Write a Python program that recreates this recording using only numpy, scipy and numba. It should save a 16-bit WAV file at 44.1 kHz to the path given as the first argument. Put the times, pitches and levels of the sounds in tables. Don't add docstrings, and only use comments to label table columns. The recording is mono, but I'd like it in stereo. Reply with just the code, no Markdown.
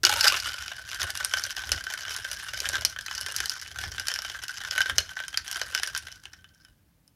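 import sys
import numpy as np
from scipy import signal
from scipy.fft import rfft, irfft
from scipy.io import wavfile
from scipy.ndimage import uniform_filter1d
from numba import njit

SR = 44100
rng = np.random.default_rng(int(sys.argv[2]) if len(sys.argv) > 2 else 0)


def voltage_ratio(decibels):
    exponent = np.asarray(decibels, float) / 20
    return 10 ** exponent


def generate_wav(signal):
    frames = np.transpose(np.atleast_2d(signal))
    scaled = np.clip(frames, -1, 1) * 32767
    pcm = np.round(scaled).astype(np.int16)
    wavfile.write(sys.argv[1], SR, pcm)


N = 315577


def knocks():
    # t/s, strength level/dB, body (low ring against the whole)/dB
    knock_table = [(0.0381, -3.5, -10.5), (0.0506, 2.5, -17), (0.0666, 1, -14.5), (0.0942, -2, -15.5),
                   (0.1238, -12, -9), (0.171, -15, -21), (0.1885, -20, -14), (0.2094, -3.5, -19.5),
                   (0.2438, -18, -3.5), (0.2807, 1, -18.5), (0.3227, -6, -11), (0.3419, -9.5, -6),
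                   (0.364, -16, -17), (0.4007, -22, -33), (0.4232, -18, -13), (0.4437, -22, -9),
                   (0.4574, -15, -10), (0.5823, -21, -6.5), (0.6233, -18, -16), (0.6802, -15.5, -9.5),
                   (0.7163, -19.5, -5.5), (0.7443, -31, -10), (0.8886, -27, -13), (0.915, -19.5, -11.5),
                   (0.9304, -17, -13.5), (0.9454, -14, -16.5), (1.0058, -18, -13), (1.0161, -13, -8),
                   (1.0303, -8.5, -18), (1.1037, -17.5, -29), (1.1526, -13, -14.5), (1.1737, -15.5, -23),
                   (1.2283, -22, -9), (1.2473, -6.5, -20.5), (1.2945, -39, -23), (1.3371, -3, -10),
                   (1.37, -16.5, -16.5), (1.4194, -21, -15), (1.4378, -19, -24), (1.4643, -25, -15),
                   (1.494, -21, -11), (1.506, -14, -13), (1.575, -23.5, -3), (1.6365, -21, -7.5),
                   (1.6919, -12, -12), (1.718, -3.5, -16.5), (1.7778, -22, -6), (1.8198, -51, -21),
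                   (1.8397, -19.5, -17), (1.867, -19, -7.5), (1.9016, -18.5, -7.5), (1.9376, -15, -16),
                   (1.9748, -23.5, -4.5), (2.008, -20, -9.5), (2.0517, -21.5, -13), (2.0812, -16.5, -8.5),
                   (2.1082, -14, -9), (2.147, -17, -11), (2.164, -16.5, -20), (2.2476, -19.5, -9),
                   (2.3146, -15, -24.5), (2.3302, -20.5, -22), (2.3989, -28, -2), (2.4683, -38, -8),
                   (2.4847, -19, -9.5), (2.535, -14.5, -11), (2.59, -36, -17), (2.603, -13.5, -19.5),
                   (2.6551, -14, -9.5), (2.6889, -8.5, -19), (2.7307, -23.5, -5), (2.7416, -17.5, -7.5),
                   (2.7544, -9, -10), (2.7821, -21.5, -7), (2.81, -19, -18), (2.82, -19, -10),
                   (2.8499, -1.5, -17), (2.8986, -24, -22), (2.962, -23, -6.5), (2.9879, -16.5, -13.5),
                   (3.0098, -22, -18.5), (3.0625, -17, -17), (3.0822, -18, -8.5), (3.1115, -15.5, -11),
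                   (3.1505, -18.5, -18), (3.1791, -19.5, -14), (3.2111, -15, -17), (3.2627, -12, -11.5),
                   (3.2848, -20, -10), (3.3218, -17, -16.5), (3.342, -22, -11), (3.3634, -12.5, -25),
                   (3.3855, -31, -10), (3.4031, -7.5, -14), (3.4577, -13, -20), (3.4957, -12.5, -29.5),
                   (3.6146, -24.5, -31), (3.662, -29.5, -6), (3.7591, -24, -11.5), (3.7866, -15, -7.5),
                   (3.8137, -19.5, -12.5), (3.8376, -16.5, -6), (3.9469, -29, -3.5), (3.9812, -15.5, -8),
                   (3.9973, -11.5, -15.5), (4.0706, -18.5, -23), (4.0837, -5, -16), (4.1006, -23, -6),
                   (4.116, -15, -12), (4.1392, -15, -16), (4.1597, -17, -11.5), (4.1888, -14.5, -11.5),
                   (4.22, -19, -15.5), (4.2482, -19, -9), (4.2989, -17.5, -11), (4.347, -28, -4),
                   (4.4366, -15, -15.5), (4.4817, -17, -19), (4.5722, -31, -18), (4.6127, -29.5, -4),
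                   (4.6491, -20.5, -4.5), (4.7104, -12, -13), (4.7601, -18.5, -7), (4.779, -5, -8.5),
                   (4.8055, -7, -13), (4.8158, -8, -13.5), (4.8585, -17.5, -3.5), (4.8966, -11, -9.5),
                   (4.9822, 2, -17.5), (5.004, -15.5, -13), (5.0918, -24, -7), (5.1682, -24, -2),
                   (5.1898, -21, -3), (5.2016, -16.5, -9), (5.2372, -25.5, -3), (5.2812, -18.5, -19.5),
                   (5.3425, -19.5, -9), (5.3739, -7, -15.5), (5.4791, -15.5, -13.5), (5.4852, -27, -14),
                   (5.5132, -13, -21.5), (5.527, -18.5, -14.5), (5.5453, -24, -14), (5.5584, -15.5, -9.5),
                   (5.5686, -19, -16.5), (5.615, -8.5, -8), (5.6875, -30, -9), (5.7489, -4.5, -13.5),
                   (5.7765, -15, -12), (5.7977, -16, -10.5), (5.8327, -8, -14), (5.8627, -24, -15),
                   (5.874, -15.5, -17), (5.9494, -12.5, -13), (5.9627, -16, -11.5), (5.9759, -12, -20),
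                   (6.0701, -24, -8), (6.0834, -24.5, -8.5), (6.117, -31, -17), (6.1993, -43, -20),
                   (6.2365, -33, -16), (6.2546, -22.5, -7), (6.3342, -28.5, -8), (6.4432, -35, -7),
                   (6.547, -50, -23), (6.649, -37.5, -8.5), (7.078, -46.5, -36)]
    middling_band_db = [-9.5, -7, -6.5, -8.5]
    body_share = [0.99, 0.59, -0.56, -0.85]
    middling_body_db = -12.5
    s, strength_db, body_db = np.transpose(knock_table)[:, :, None]
    body_db = np.clip(body_db - middling_body_db, -13, 9)
    chance = rng.standard_normal((len(s), 5))
    band_db = strength_db + middling_band_db + body_db * body_share + 0.94 * chance[:, :4]
    cube_hz = 4000 * 2 ** (-0.11 * body_db[:, 0] + 0.26 * chance[:, 4])
    return s[:, 0], band_db, np.clip(cube_hz, 1200, 12000)


def drift(count, size):
    return np.sqrt(size) * uniform_filter1d(rng.standard_normal((count, N // 64 + 1)), size)


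def jostle(level_db, count=3400):
    small_band_db = [-7.5, -9.5, -6.5, -8]
    plunge_s = 0.031
    s = rng.uniform(plunge_s, N / SR, count)
    chance = rng.standard_normal((count, 6))
    level_db = level_db + 2.6 * np.repeat(drift(count=1, size=16)[0], 64)[:N]
    size_db = level_db[(s * SR).astype(int)] + 7.37 * np.clip(chance[:, 0], -3, 1.25) + 3.5
    band_db = size_db[:, None] + np.array(small_band_db) + 2.4 * np.clip(chance[:, 1:5], -3, 1.5)
    cube_hz = 4200 * 2 ** (0.4 * chance[:, 5])
    return s, band_db, np.clip(cube_hz, 1200, 12000)


def taps(s, band_db):
    return np.array([np.bincount((s * SR).astype(int), voltage_ratio(db), N) for db in band_db.T])


def fade(x, tau):
    return signal.lfilter([1], [1, -np.exp(-1 / (tau * SR))], x)


def push(impulses, rise_s, crunch_s, skid_s, skid_db):
    skid_gain = voltage_ratio(skid_db - 2 * np.arange(len(impulses))[:, None])
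    force = fade(impulses, crunch_s) + skid_gain * fade(impulses, skid_s)
    return fade(force, rise_s) / (1 + rise_s * SR)


def stereo(x, alike):
    alike = np.clip(alike, 0, 1)
    return np.sqrt(alike) * x[0] + np.sqrt(1 - alike) * x[1] * np.array([[1], [-1]])


@njit
def modes(x, hz, t60, gain, wander, sr):
    out = np.zeros(x.shape)
    for k in range(len(hz)):
        for c in range(2):
            z, p = 0j, 0j
            for i in range(x.shape[1]):
                if i % 64 == 0:
                    turn = 2j * np.pi * hz[k] * wander[k, i // 64] / sr
                    loss = np.log(1000) / (t60[k, i // 64] * sr)
                    p = np.exp(turn - loss)
                z = z * p + gain[k, i // 64] * x[c, i] + 1e-18
                out[c, i] += z.imag
    return out


def glass(blow, strength, ring_db, table_db):
    # f/Hz, level/dB, t60/s
    glass_modes = [(367.3, -13.5, 0.033), (645, -7, 0.02), (1492, -9, 0.086), (1558, 4, 0.041),
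                   (1695, 3.5, 0.011), (3020, 1, 0.031), (5218, 13.5, 0.003), (5805, 2.5, 0.0051),
                   (9140, 4.5, 0.0037), (10360, 6, 0.0025)]
    band_limits = [1000, 2200, 3800, 7200, 13500]
    crack_db = [-38.5, 2.5, -6, -3.5]
    band_alike = [0.99, 0.94, 0.96, 0.73]
    hz, db, t60 = np.transpose(glass_modes)
    low = hz < band_limits[0]
    t = np.arange(N // 64 + 1) * 64 / SR

    wander = 1 + np.where(low, 0.1, 0.021)[:, None] * drift(len(hz), size=16)
    lift_s, settle_s, freed = 6.1, 0.25, 0.55
    freedom = freed * np.clip((t - lift_s) / settle_s, 0, 1)
    t60 = t60[:, None] * np.exp(0.27 * drift(len(hz), size=40) + freedom)
    froth_sag, froth_db, froth_s = 0.045, -4.5, 0.76
    froth = np.exp(-(t / froth_s) ** 2)
    wander = wander - froth_sag * froth
    gain = voltage_ratio(db[:, None] + ring_db + froth_db * froth + 3.6 * drift(len(hz), size=12))
    thump_db, thump_follows = 52.5, 0.52
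    gain[low] *= voltage_ratio(thump_follows * (table_db[::64] + thump_db))

    grit = rng.standard_normal((2, N))
    out = 0
    for k, (lo, hi) in enumerate(zip(band_limits, band_limits[1:])):
        force = stereo(grit * strength[k], band_alike[k])
        band = signal.butter(3, [lo, hi], "band", fs=SR, output="sos")
        crack = signal.sosfilt(band, force) * np.sqrt(SR / 2 / (hi - lo))
        force = force + stereo(blow[k] * np.sign(grit), band_alike[k])
        out = out + voltage_ratio(crack_db[k]) * crack
        groups = [(hz >= lo) & (hz < hi)]
        if k == 0:
            groups.append(low)
        for mine in groups:
            ring = modes(force, hz[mine], t60[mine], gain[mine], wander[mine], SR)
            radiation = signal.butter(3, 0.63 * hz[mine].min(), "high", fs=SR, output="sos")
            out = out + signal.sosfilt(radiation, ring)
    out = signal.sosfilt(signal.butter(3, 12600, fs=SR, output="sos"), out)
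    return signal.sosfilt(signal.butter(3, 420, "high", fs=SR, output="sos"), out)


def cubes(s, band_db, hz):
    ring_db, cycles = -12.5, 56
    t = np.arange(512) / SR
    level_db = band_db.max(axis=1)[:, None] + ring_db - 60 * t * hz[:, None] / cycles
    ring = voltage_ratio(level_db) * np.sin(2 * np.pi * hz[:, None] * t)
    ring = ring * (1 - np.exp(-t / 0.00053)) * np.cos(np.pi / 2 * t / t[-1])
    at = ((s * SR).astype(int)[:, None] + np.arange(len(t))).ravel()
    pan_db = 2.0 * rng.standard_normal((len(s), 1))
    sides = [(ring * voltage_ratio(side * pan_db)).ravel() for side in (-1, 1)]
    return np.array([np.bincount(at, x, N + len(t))[:N] for x in sides])


def spoon():
    # f/Hz, level/dB, t60/s
    bowl_modes = [(2840, -8.5, 0.057), (4230, 0, 0.066), (4700, -3, 0.055), (5260, 5.5, 0.023)]
    # t/s, level/dB, favoured f/Hz
    clinks = [(0.2126, -21, 5300), (1.7181, -20, 5020), (2.8498, -14.5, 5030), (4.984, -11, 3450)]
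    favour_db_per_octave = 29.5
    t = np.arange(int(0.15 * SR)) / SR
    out = np.zeros(N)
    hz, mode_db, t60 = np.transpose(bowl_modes)[:, :, None]
    for s, db, spot_hz in clinks:
        own_db = -favour_db_per_octave * np.abs(np.log2(hz / spot_hz))
        ring = voltage_ratio(db + mode_db + own_db - 60 * t / t60) * np.sin(2 * np.pi * hz * t)
        start = int(s * SR)
        out[start:start + len(t)] += ring.sum(axis=0)
    return out


def plops():
    # t/s, starting f/Hz, level/dB, t60/s, starting rise/(octave/s)
    pockets = [(0.034, 366, -31, 0.16, -1.5), (.095, 840, -23.5, 0.11, -0.5),
               (.125, 910, -23.5, 0.034, -20), (.158, 944, -31, 0.3, -1.5), (.255, 847, -29, 0.15, -3),
               (.318, 1073, -27, 0.19, 13.5)]
    s, hz, db, t60, rise = np.transpose(pockets)[:, :, None]
    t = np.clip(np.arange(SR) / SR - s, 0, t60)
    envelope = voltage_ratio(db - 60 * t / t60) * (1 - np.exp(-t / 0.00072))
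    cycles = hz * t * (1 + np.log(2) * rise * t / 2)
    x = envelope * np.sin(2 * np.pi * cycles)
    return np.pad((x * (t < t60)).sum(axis=0), (0, N - SR))


def shoves(jostle_db):
    # t/s, level/dB, length/s (from the peak to 1/e of its power)
    shove_table = [(0.094, -43.5, 0.054), (0.31, -50.5, 0.047), (0.484, -51.5, 0.019), (1.041, -46.5, 0.02),
                   (1.72, -46, 0.076), (2.746, -46, 0.13), (3.864, -43, 0.084), (4.824, -50, 0.023),
                   (4.97, -41.5, 0.054)]
    rumble_db, rumble_follows = -44.5, 0.28
    t = np.arange(N) / SR
    power = sum(voltage_ratio(db) ** 2 * np.exp(-((t - s) / length) ** 2) for s, db, length in shove_table)
    return 10 * np.log10(power + voltage_ratio(rumble_db + rumble_follows * jostle_db) ** 2)


def coloured(points, alike):
    hz, db = np.transpose(points)
    bin_hz = np.arange(1, N // 2 + 2) * SR / N
    gain = voltage_ratio(np.interp(np.log(bin_hz), np.log(hz), db))
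    noise = irfft(rfft(rng.standard_normal((2, N))) * gain, N)
    x = stereo(noise, alike)
    return x / x.std()


def thud(level_db):
    jolt = uniform_filter1d(drift(count=1, size=24), size=12)[0]
    jolt_db = 3.2 * np.repeat(jolt, 64)[:N]
    # f/Hz, level/dB
    spectrum = [(25, -37.0), (45, 1.0), (72, 5.0), (105, 1), (160, -14.0), (600, -24.5), (1100, -43)]
    return voltage_ratio(level_db + jolt_db) * coloured(spectrum, alike=0.75)


def room(x, t60, wet_db):
    t = np.arange(int(0.4 * SR)) / SR
    tail = rng.standard_normal((2, len(t))) * voltage_ratio(-60 * t / t60) * (t > 0.003)
    tail = signal.sosfilt(signal.butter(1, 4500, fs=SR, output="sos"), tail)
    tail = tail / np.sqrt(np.sum(tail ** 2) / 2)
    return x + voltage_ratio(wet_db) * signal.fftconvolve(x, tail, axes=1)[:, :N]


def air():
    # f/Hz, level/dB
    air_spectrum = [(25, -36.5), (150, -7.5), (259, -19.5), (296, -14), (358, -25.5), (8000, -38),
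                    (12000, -34.5), (16500, -36)]
    return voltage_ratio(-65) * coloured(air_spectrum, alike=0.6)


def scene():
    # t/s, jostle level of the cubes/dB
    stirring = [(0.03, -28.5), (0.3, -23), (0.41, -37), (0.478, -26), (0.6, -43), (0.78, -44.5),
                (1.05, -37), (1.65, -38), (2.45, -41), (2.7, -35), (3.0, -49.5), (3.4, -36), (3.75, -44.5),
                (4.1, -42.5), (4.5, -43.5), (4.8, -40), (5.15, -49.5), (5.85, -38.5), (6.2, -58),
                (6.7, -72), (7.15, -101)]
    jostle_db = np.interp(np.arange(N) / SR, *np.transpose(stirring))
    table_db = shoves(jostle_db)
    clear, soft = knocks(), jostle(jostle_db)
    hard = taps(*clear[:2])
    grit = voltage_ratio(-6.5) * push(hard, rise_s=0.00047, crunch_s=0.0005, skid_s=0.0075, skid_db=-14.5)
    grit = grit + push(taps(*soft[:2]), rise_s=0.0011, crunch_s=0.00038, skid_s=0.0085, skid_db=-28.5)
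    near = glass(voltage_ratio(4.5) * hard, grit, ring_db=-19.5, table_db=table_db) + plops() + spoon()
    near = near + cubes(*clear) + cubes(*soft)
    dry = room(near, t60=0.23, wet_db=-13.5) + thud(table_db) + air()
    return dry * voltage_ratio([[-0.45], [0.45]])


def roll_off(x):
    return signal.sosfilt(signal.butter(12, 16810, fs=SR, output="sos"), x)


def record(dry):
    finished = signal.sosfilt(signal.butter(16, 16000, fs=SR, output="sos"), dry)
    return roll_off(finished)


dry = scene()
out = record(dry)
generate_wav(out)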